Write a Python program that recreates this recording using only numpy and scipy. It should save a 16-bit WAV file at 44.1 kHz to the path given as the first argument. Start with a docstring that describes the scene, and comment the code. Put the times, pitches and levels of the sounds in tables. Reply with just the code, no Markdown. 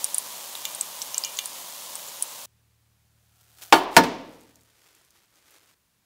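"""First, oil fizzes in a steel pot under a lifted skimmer; water drops spit and ring the pot.
At 2.5 s it cuts to a quiet kitchen with a low fan hum. Baking paper crinkles as a lined tray comes
down with towels: one edge hits the counter at 3.7 s, and the tray drops flat a quarter second later.
Both blows overload the close microphone and ring on in the room.
Last, the towels rustle faintly and the hum sinks away."""
import sys
import numpy as np
from scipy import signal
from scipy.fft import rfft, irfft
from scipy.io import wavfile

SR = 44100
rng = np.random.default_rng(int(sys.argv[2]) if len(sys.argv) > 2 else 0)


def log_audio(samples):
    """Write samples as a 16-bit WAV file to the path given in sys.argv[1]."""
    # one column per channel
    frames = np.atleast_2d(samples).T
    # limit to full scale, then quantise
    limited = np.clip(frames, -1, 1)
    pcm = np.round(limited * 32767).astype(np.int16)
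    wavfile.write(sys.argv[1], SR, pcm)


N = 266805
TIME = np.arange(N) / SR
CUT_S = 2.459  # from the pot to the kitchen

# Tray hits: (time [s], ring level [dB], flatness [0 edge to 1 flat], crash level [dB])
TRAY_HITS = [(3.7248, -0.5, 0.031, -7), (3.966, 0.5, 0.96, -6.5), (3.9875, -24.5, 0.89, -27),
             (4.0369, -29, 0.4, -27)]
# Ring of the sheet metal: (pitch [Hz], t60 [s], edge-hit level [dB], flat-hit level [dB])
TRAY_MODES = [(97, 0.2, -35, -24), (176.5, 0.25, -29, -19), (251, 0.25, -30.5, -13.5),
              (283, 0.25, -24, -13.5), (322.5, 0.25, -13.5, -17), (366.5, 0.18, -16, -23),
              (453.5, 0.16, -33, -12.5), (630, 0.1, -16.5, -20), (671, 0.14, -16, -9.5),
              (714, 0.2, -21, -21), (752, 0.12, -15, -19), (815, 0.15, -23.5, -23), (907, 0.18, -9.5, -6),
              (962, 0.18, -17.5, -14), (1043, 0.11, -15.5, -20), (1130, 0.058, -15, -34),
              (1203, 0.13, -13.5, -22.5), (1430, 0.12, -14.5, -17), (1488, 0.098, -20.5, -16),
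              (1700, 0.22, -21.5, -17.5), (1795, 0.13, -22, -16), (2145, 0.16, -22.5, -27),
              (2283, 0.14, -18.5, -23), (2900, 0.047, -26, -27.5), (3075, 0.19, -21.5, -29.5),
              (4160, 0.12, -31.5, -22), (4460, 0.12, -17, -30), (5130, 0.12, -50, -25.5),
              (5544, 0.11, -34.5, -18.5)]
def tray():
    """Each hit rings one damped sheet: an edge wakes its middle modes, a flat landing the low ones."""
    ringing, crashing = np.zeros(N), np.zeros(N)
    t = np.arange(SR) / SR
    hz, t60, edge_db, flat_db = np.transpose(TRAY_MODES)[:, :, None]
    bloom = 1 - np.exp(-t * (hz / 200) ** 2 / 0.0089)  # slow bends of the whole sheet start late
    counter = undb(-46.5) * np.sin(2 * np.pi * 33 * t) * fade(t, .9)  # the worktop sways under the load
    for s, db, flatness, crash_db in TRAY_HITS:
        polarity = rng.choice([-1, 1], hz.shape)
        gains = polarity * undb(edge_db + flatness * (flat_db - edge_db))
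        modes = gains * np.sin(2 * np.pi * hz * t) * bloom * fade(t, t60)
        add(ringing, s, undb(db) * (modes.sum(axis=0) + counter))
        add(crashing, s, undb(crash_db) * crash(flatness))
    return ringing + crashing + kitchen_reverb(undb(-8) * ringing)  # the ring carries less far

# Crash layer: (band [Hz], relative edge-hit level [dB], t60 [s], relative flat-hit level [dB])
CRASH_BANDS = [(30, -21.5, .4, -17.5), (70, -24, .18, -21.5), (129, -27.5, 0.42, -16), (250, -20, 0.22, -7),
               (384, 1, 0.14, -5), (505, -6.5, 0.12, 2), (702.6, 4, 0.13, -5), (1021, 2, .15, -5.5),
               (1390, -4.5, 0.13, -7), (1994, -4.5, 0.072, -2), (3020, -5, 0.088, -7),
               (5470, -12.5, 0.072, -7), (9020, -24, 0.066, -15), (15500, -29, 0.11, -23.5)]
def crash(flatness):
    """The sheet's dense modes blur into a noise burst, and the walls return an even wash."""
    t = np.arange(SR) / SR
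    hz, edge_db, t60, flat_db = np.transpose(CRASH_BANDS)
    band_db = edge_db + flatness * (flat_db - edge_db)
    direct = dying_noise(np.column_stack([hz, band_db, t60]))
    send_db = 6.5 + 10 * np.log10(t60)  # a longer crash feeds the room more
    wash_db = band_db + on_log(hz, REVERB_BANDS, 1) + send_db
    wash = dying_noise(np.column_stack([hz, wash_db, on_log(hz, REVERB_BANDS, 2)]))
    wash *= 1 - np.exp(-t / .015)
    return (direct + wash) / direct[:SR // 100].std()

# Kitchen reverb tail: (band [Hz], level [dB], t60 [s])
REVERB_BANDS = [(49.65, -28, .4), (129, -10.5, 0.9), (250, -4.5, 0.85), (480, -12, 0.82), (1010, -12, 0.73),
                (1350, -16.5, .68), (2200, -16.5, .68), (4040, -19, 0.75), (8000, -20.5, .42),
                (15500, -30, .25)]
def kitchen_reverb(x):
    """Hard walls answer a few milliseconds late and hold the low mids longest."""
    response = dying_noise(REVERB_BANDS) / np.sqrt(SR / 20)
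    response *= np.clip(np.arange(SR) / SR / 0.0077, 0, 1)
    return signal.fftconvolve(x, response)[:N]

# EQ of the sizzle bed: (frequency [Hz], gain [dB])
FIZZ_EQ = [(50, -35), (160, -12), (320, -12), (460, -10), (550, -1.5), (720, -4.5), (1000, 1), (1400, -9.5),
           (2400, -8.5), (3200, -4), (5400, -5.5), (6700, -3.5), (8000, -5.5), (15500, -7.5)]
def oil_fizz():
    """Thousands of tiny bubbles burst each second; the oil calms with the food lifted out."""
    bubbles = grains(FIZZ_EQ, per_s=14000, spread_db=-1)
    return bubbles * undb(-37 - 0.83 * TIME + 0.3 * drift(12))

# Spit accents: (time [s], peak level [dB], pitch [Hz], pot ring relative to the peak [dB])
SPIT_HITS = [(0.0434, -7, 9200, -14.5), (.1454, -3.5, 9220, -21), (.1824, -5, 9560, -20.5),
             (0.5527, -19, 3740, -20), (0.6529, -13, 3600, -15.5), (0.6533, -15, 7100, -16),
             (.7494, -18, 9100, -3), (.8110, -7, 8220, -17), (1.018, -16, 5970, -20),
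             (1.0231, -18, 7930, -17.5), (1.1449, -13.5, 5900, -6.5), (1.1800, -6, 7680, -23.5),
             (1.2380, -12, 4900, -6), (1.2481, -9.5, 6430, -12), (1.371, -21.5, 6900, -19),
             (1.3888, -13.5, 3500, -13.5), (1.3889, -13.5, 6530, -22), (1.4579, -11, 9150, -22),
             (1.955, -14.5, 9020, -14), (2.085, -28, 7240, -18), (2.2244, -5.5, 9600, -27)]
# EQ around a spit: (frequency [multiple of its pitch], gain [dB])
SPIT_EQ = [(.1, -54.5), (0.451, -28), (.7, -19), (.9, -12.5), (1.0, -1), (1.1, -12.5), (1.3, -25.5),
           (2.5, -24)]
# Ping of the steel pot: (pitch [Hz], relative level [dB])
POT_MODES = [(2385, 3.5), (2860, 4.5), (3060, 0.5), (3446, -11), (6730, -5)]
def oil_spits():
    """Water drops burst in the oil, each ringing the pot modes near its pitch."""
    out, t = np.zeros(N), np.arange(SR // 4) / SR
    t60_cycles = 600
    for s, db, hz, ring_db in SPIT_HITS:
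        burst = snap(hz, SPIT_EQ, burst_t60=0.0055, tail_db=-13.5, tail_t60=0.04)
        add(out, s - SNAP_ATTACK_S, undb(db) * burst)
        for pot_hz, pot_db in POT_MODES:
            gain = undb(db + ring_db + pot_db + on_log(pot_hz / hz, SPIT_EQ, 1))
            add(out, s, gain * np.sin(2 * np.pi * pot_hz * t) * fade(t, t60_cycles / pot_hz))
    return out

# EQ of the baking paper: (frequency [Hz], gain [dB])
PAPER_EQ = [(150, -51), (250, -13.5), (603, -12), (692, -4.5), (1080, -14), (1310, -5), (1920, -11.5),
            (3160, -9), (15500, -10.5)]
# Paper swells: (peak time [s], level [dB], attack [s], release [s])
PAPER_SWELLS = [(3.413, -63, 0.02, 0.015), (3.595, -47, 0.014, 0.009), (3.623, -41.5, 0.01, 0.041)]
def paper_rustle():
    """The paper shifts on the tray and grows louder as it comes nearer, up to touchdown."""
    touchdown_s = TRAY_HITS[0][0]
    approach = undb(-52.5 - 39 * abs(touchdown_s - TIME)) * until(touchdown_s)
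    return grains(PAPER_EQ, per_s=4100, spread_db=1) * np.hypot(approach, swells(PAPER_SWELLS))

# Crinkle accents: (time [s], peak level [dB], pitch [Hz])
CRINKLE_HITS = [(3.443, -48.5, 7000), (3.621, -28.5, 3500), (3.636, -30, 5900), (3.661, -37, 8000),
                (4.557, -40.5, 6000), (4.609, -49.5, 3993), (4.950, -44, 7010), (5.106, -41.5, 5000),
                (5.357, -46, 5040), (5.508, -42, 7930), (5.544, -48, 5000), (5.66, -52, 6000)]
# EQ around a crinkle: (frequency [multiple of its pitch], gain [dB])
CRINKLE_EQ = [(.1, -27), (.4, -19), (1.0, 9.5), (2.5, 3.5)]
def paper_crinkles():
    """The paper crinkles in single bright ticks."""
    out = np.zeros(N)
    for s, db, hz in CRINKLE_HITS:
        tick = snap(hz, CRINKLE_EQ, burst_t60=.008, tail_db=-15.5, tail_t60=.06)
        add(out, s - SNAP_ATTACK_S, undb(db) * tick)
    return out

# EQ of the cloth: (frequency [Hz], gain [dB])
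TOWEL_EQ = [(130, -46.5), (220, -15.5), (320, 0.5), (369, -3.5), (473, -2.5), (725, -6.5), (1380, -3),
            (6480, -7.5), (15500, -13.5)]
# Cloth moves: (peak time [s], level [dB], attack [s], release [s])
TOWEL_SWELLS = [(3.728, -22, .002, .03), (3.96, -40, 0.032, 0.067), (4.35, -59.5, .2, 0.32),
                (4.87, -59.5, 0.16, .25), (5.17, -61, 0.0265, 0.072), (5.37, -61.5, 0.052, 0.092),
                (5.54, -58, 0.11, 0.22)]
def towels():
    """Towels rub the rim, slide off and are handled: soft fibre noise with sparse, crisp snags."""
    fibres = grains(TOWEL_EQ, per_s=3300, spread_db=1) * undb(1.2 * drift(30))
    snags = grains(np.array(CRINKLE_EQ) * [7000, 1], per_s=99, spread_db=3.5)
    return (fibres + undb(-14) * snags) * swells(TOWEL_SWELLS) * until(5.745)

# Fan drone: (pitch [Hz], rms level [dB])
FAN_PARTIALS = [(75.4, -72.5), (113.0, -69.5), (150.7, -82), (188.4, -84)]
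def fan_hum():
    """A fan's wavering hum enters at the cut and later sinks to a trace."""
    hum = np.zeros(N)
    for hz, db in FAN_PARTIALS:
        amplitude = np.sqrt(2) * undb(db + 0.84 * drift(4.2))
        hum += amplitude * np.sin(2 * np.pi * hz * TIME + .3 * drift(4))
    sink_s, db_per_s, floor_db = 4.63, 90, -23
    return hum * (1 - until(CUT_S)) * undb(np.clip(db_per_s * (sink_s - TIME), floor_db, 0))

# EQ of the room tone: (frequency [Hz], gain [dB])
AIR_EQ = [(15, -43.5), (25, -16.5), (104, -7.5), (133, -9), (160, -10.5), (340, -19), (804, -20.5),
          (1080, -20), (5430, -23.5), (15500, -25.5)]
def room_tone():
    """Faint, steady hiss with a soft low end lies under everything."""
    return undb(-69.5) * unit(equalise(rng.standard_normal(N), AIR_EQ))

SNAP_ATTACK_S = .001
def snap(hz, eq, burst_t60, tail_db, tail_t60):
    """A noise burst around a pitch, trailed by close reflections; peak 1."""
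    t = np.arange(SR // 4) / SR
    envelope = fade(t, burst_t60) + undb(tail_db) * fade(t, tail_t60)
    noise = np.roll(rng.standard_normal(len(t)) * envelope, int(SNAP_ATTACK_S * SR))
    burst = equalise(noise, np.array(eq) * [hz, 1])
    burst *= np.minimum(t / SNAP_ATTACK_S, 1) * (t < t[-1] / 2)
    return burst / abs(burst).max()

def grains(eq, per_s, spread_db):
    """Tiny clicks of random timing and size through an EQ; rms 1."""
    sizes = undb(spread_db * np.minimum(rng.exponential(size=N), 6))
    clicks = rng.standard_normal(N) * sizes * (rng.random(N) < per_s / SR)
    return unit(equalise(clicks, eq))

def dying_noise(bands):
    """One second of noise decaying in third octaves; rows are (band [Hz], level [dB], t60 [s])."""
    t = np.arange(SR) / SR
    spectrum = rfft(rng.standard_normal(SR))
    thirds = 3 * np.log2(np.fft.rfftfreq(SR, 1 / SR) / 20 + 1e-9)
    out = 0
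    for k in range(31):
        hz = 20 * 2 ** (k / 3)
        band = irfft(spectrum * np.clip(1 - abs(thirds - k), 0, 1), SR)
        out = out + band * undb(on_log(hz, bands, 1)) * fade(t, on_log(hz, bands, 2))
    return out

def swells(rows):
    """Envelope of rubbing moves: each rises and falls exponentially, and their powers add."""
    power = 0
    for s, db, attack_s, release_s in rows:
        away = np.maximum((s - TIME) / attack_s, (TIME - s) / release_s)
        power = power + (undb(db) * np.exp(-away)) ** 2
    return np.sqrt(power)

def drift(per_s):
    """Slow random modulation with a spread near 1."""
    return np.interp(TIME * per_s, np.arange(1024), rng.standard_normal(1024))

def equalise(x, eq):
    """Filter by a curve of (frequency [Hz], gain [dB]) points."""
    hz = np.fft.rfftfreq(len(x), 1 / SR)
    return irfft(rfft(x) * undb(on_log(hz, eq, 1)), len(x))

def on_log(hz, table, column):
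    """Read a table column along log frequency."""
    table = np.array(table)
    return np.interp(np.log(hz + 1e-3), np.log(table[:, 0]), table[:, column])

def undb(db):
    """Decibels to gain."""
    return 10 ** (np.asarray(db) / 20)

def unit(x):
    """Scale to rms 1."""
    return x / np.sqrt(np.mean(x ** 2))

def fade(t, t60):
    """Exponential decay, 60 dB down after t60."""
    return np.exp(-np.log(1000) * t / t60)

def until(stop_s):
    """A gate that closes over 2 ms."""
    return np.clip((stop_s - TIME) * 500, 0, 1)

def add(track, s, sound):
    """Mix a sound into a track at a time."""
    i = int(s * SR)
    track[i:i + len(sound)] += sound[:N - i]

def scene():
    """Mono mix: the pot up to the cut, then the tray in the kitchen."""
    pot = (oil_fizz() + oil_spits()) * until(CUT_S)
    foley = tray() + paper_rustle() + towels() + paper_crinkles()
    return (pot + foley + fan_hum() + room_tone())[None]

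def record(dry):
    """The tray hits clip at full scale; a steep low-pass trims the top."""
    lowpass = signal.ellip(10, .1, 60, 15650, fs=SR, output="sos")
    return signal.sosfilt(lowpass, np.clip(dry, -1, 1))

dry = scene()
out = record(dry)
log_audio(out)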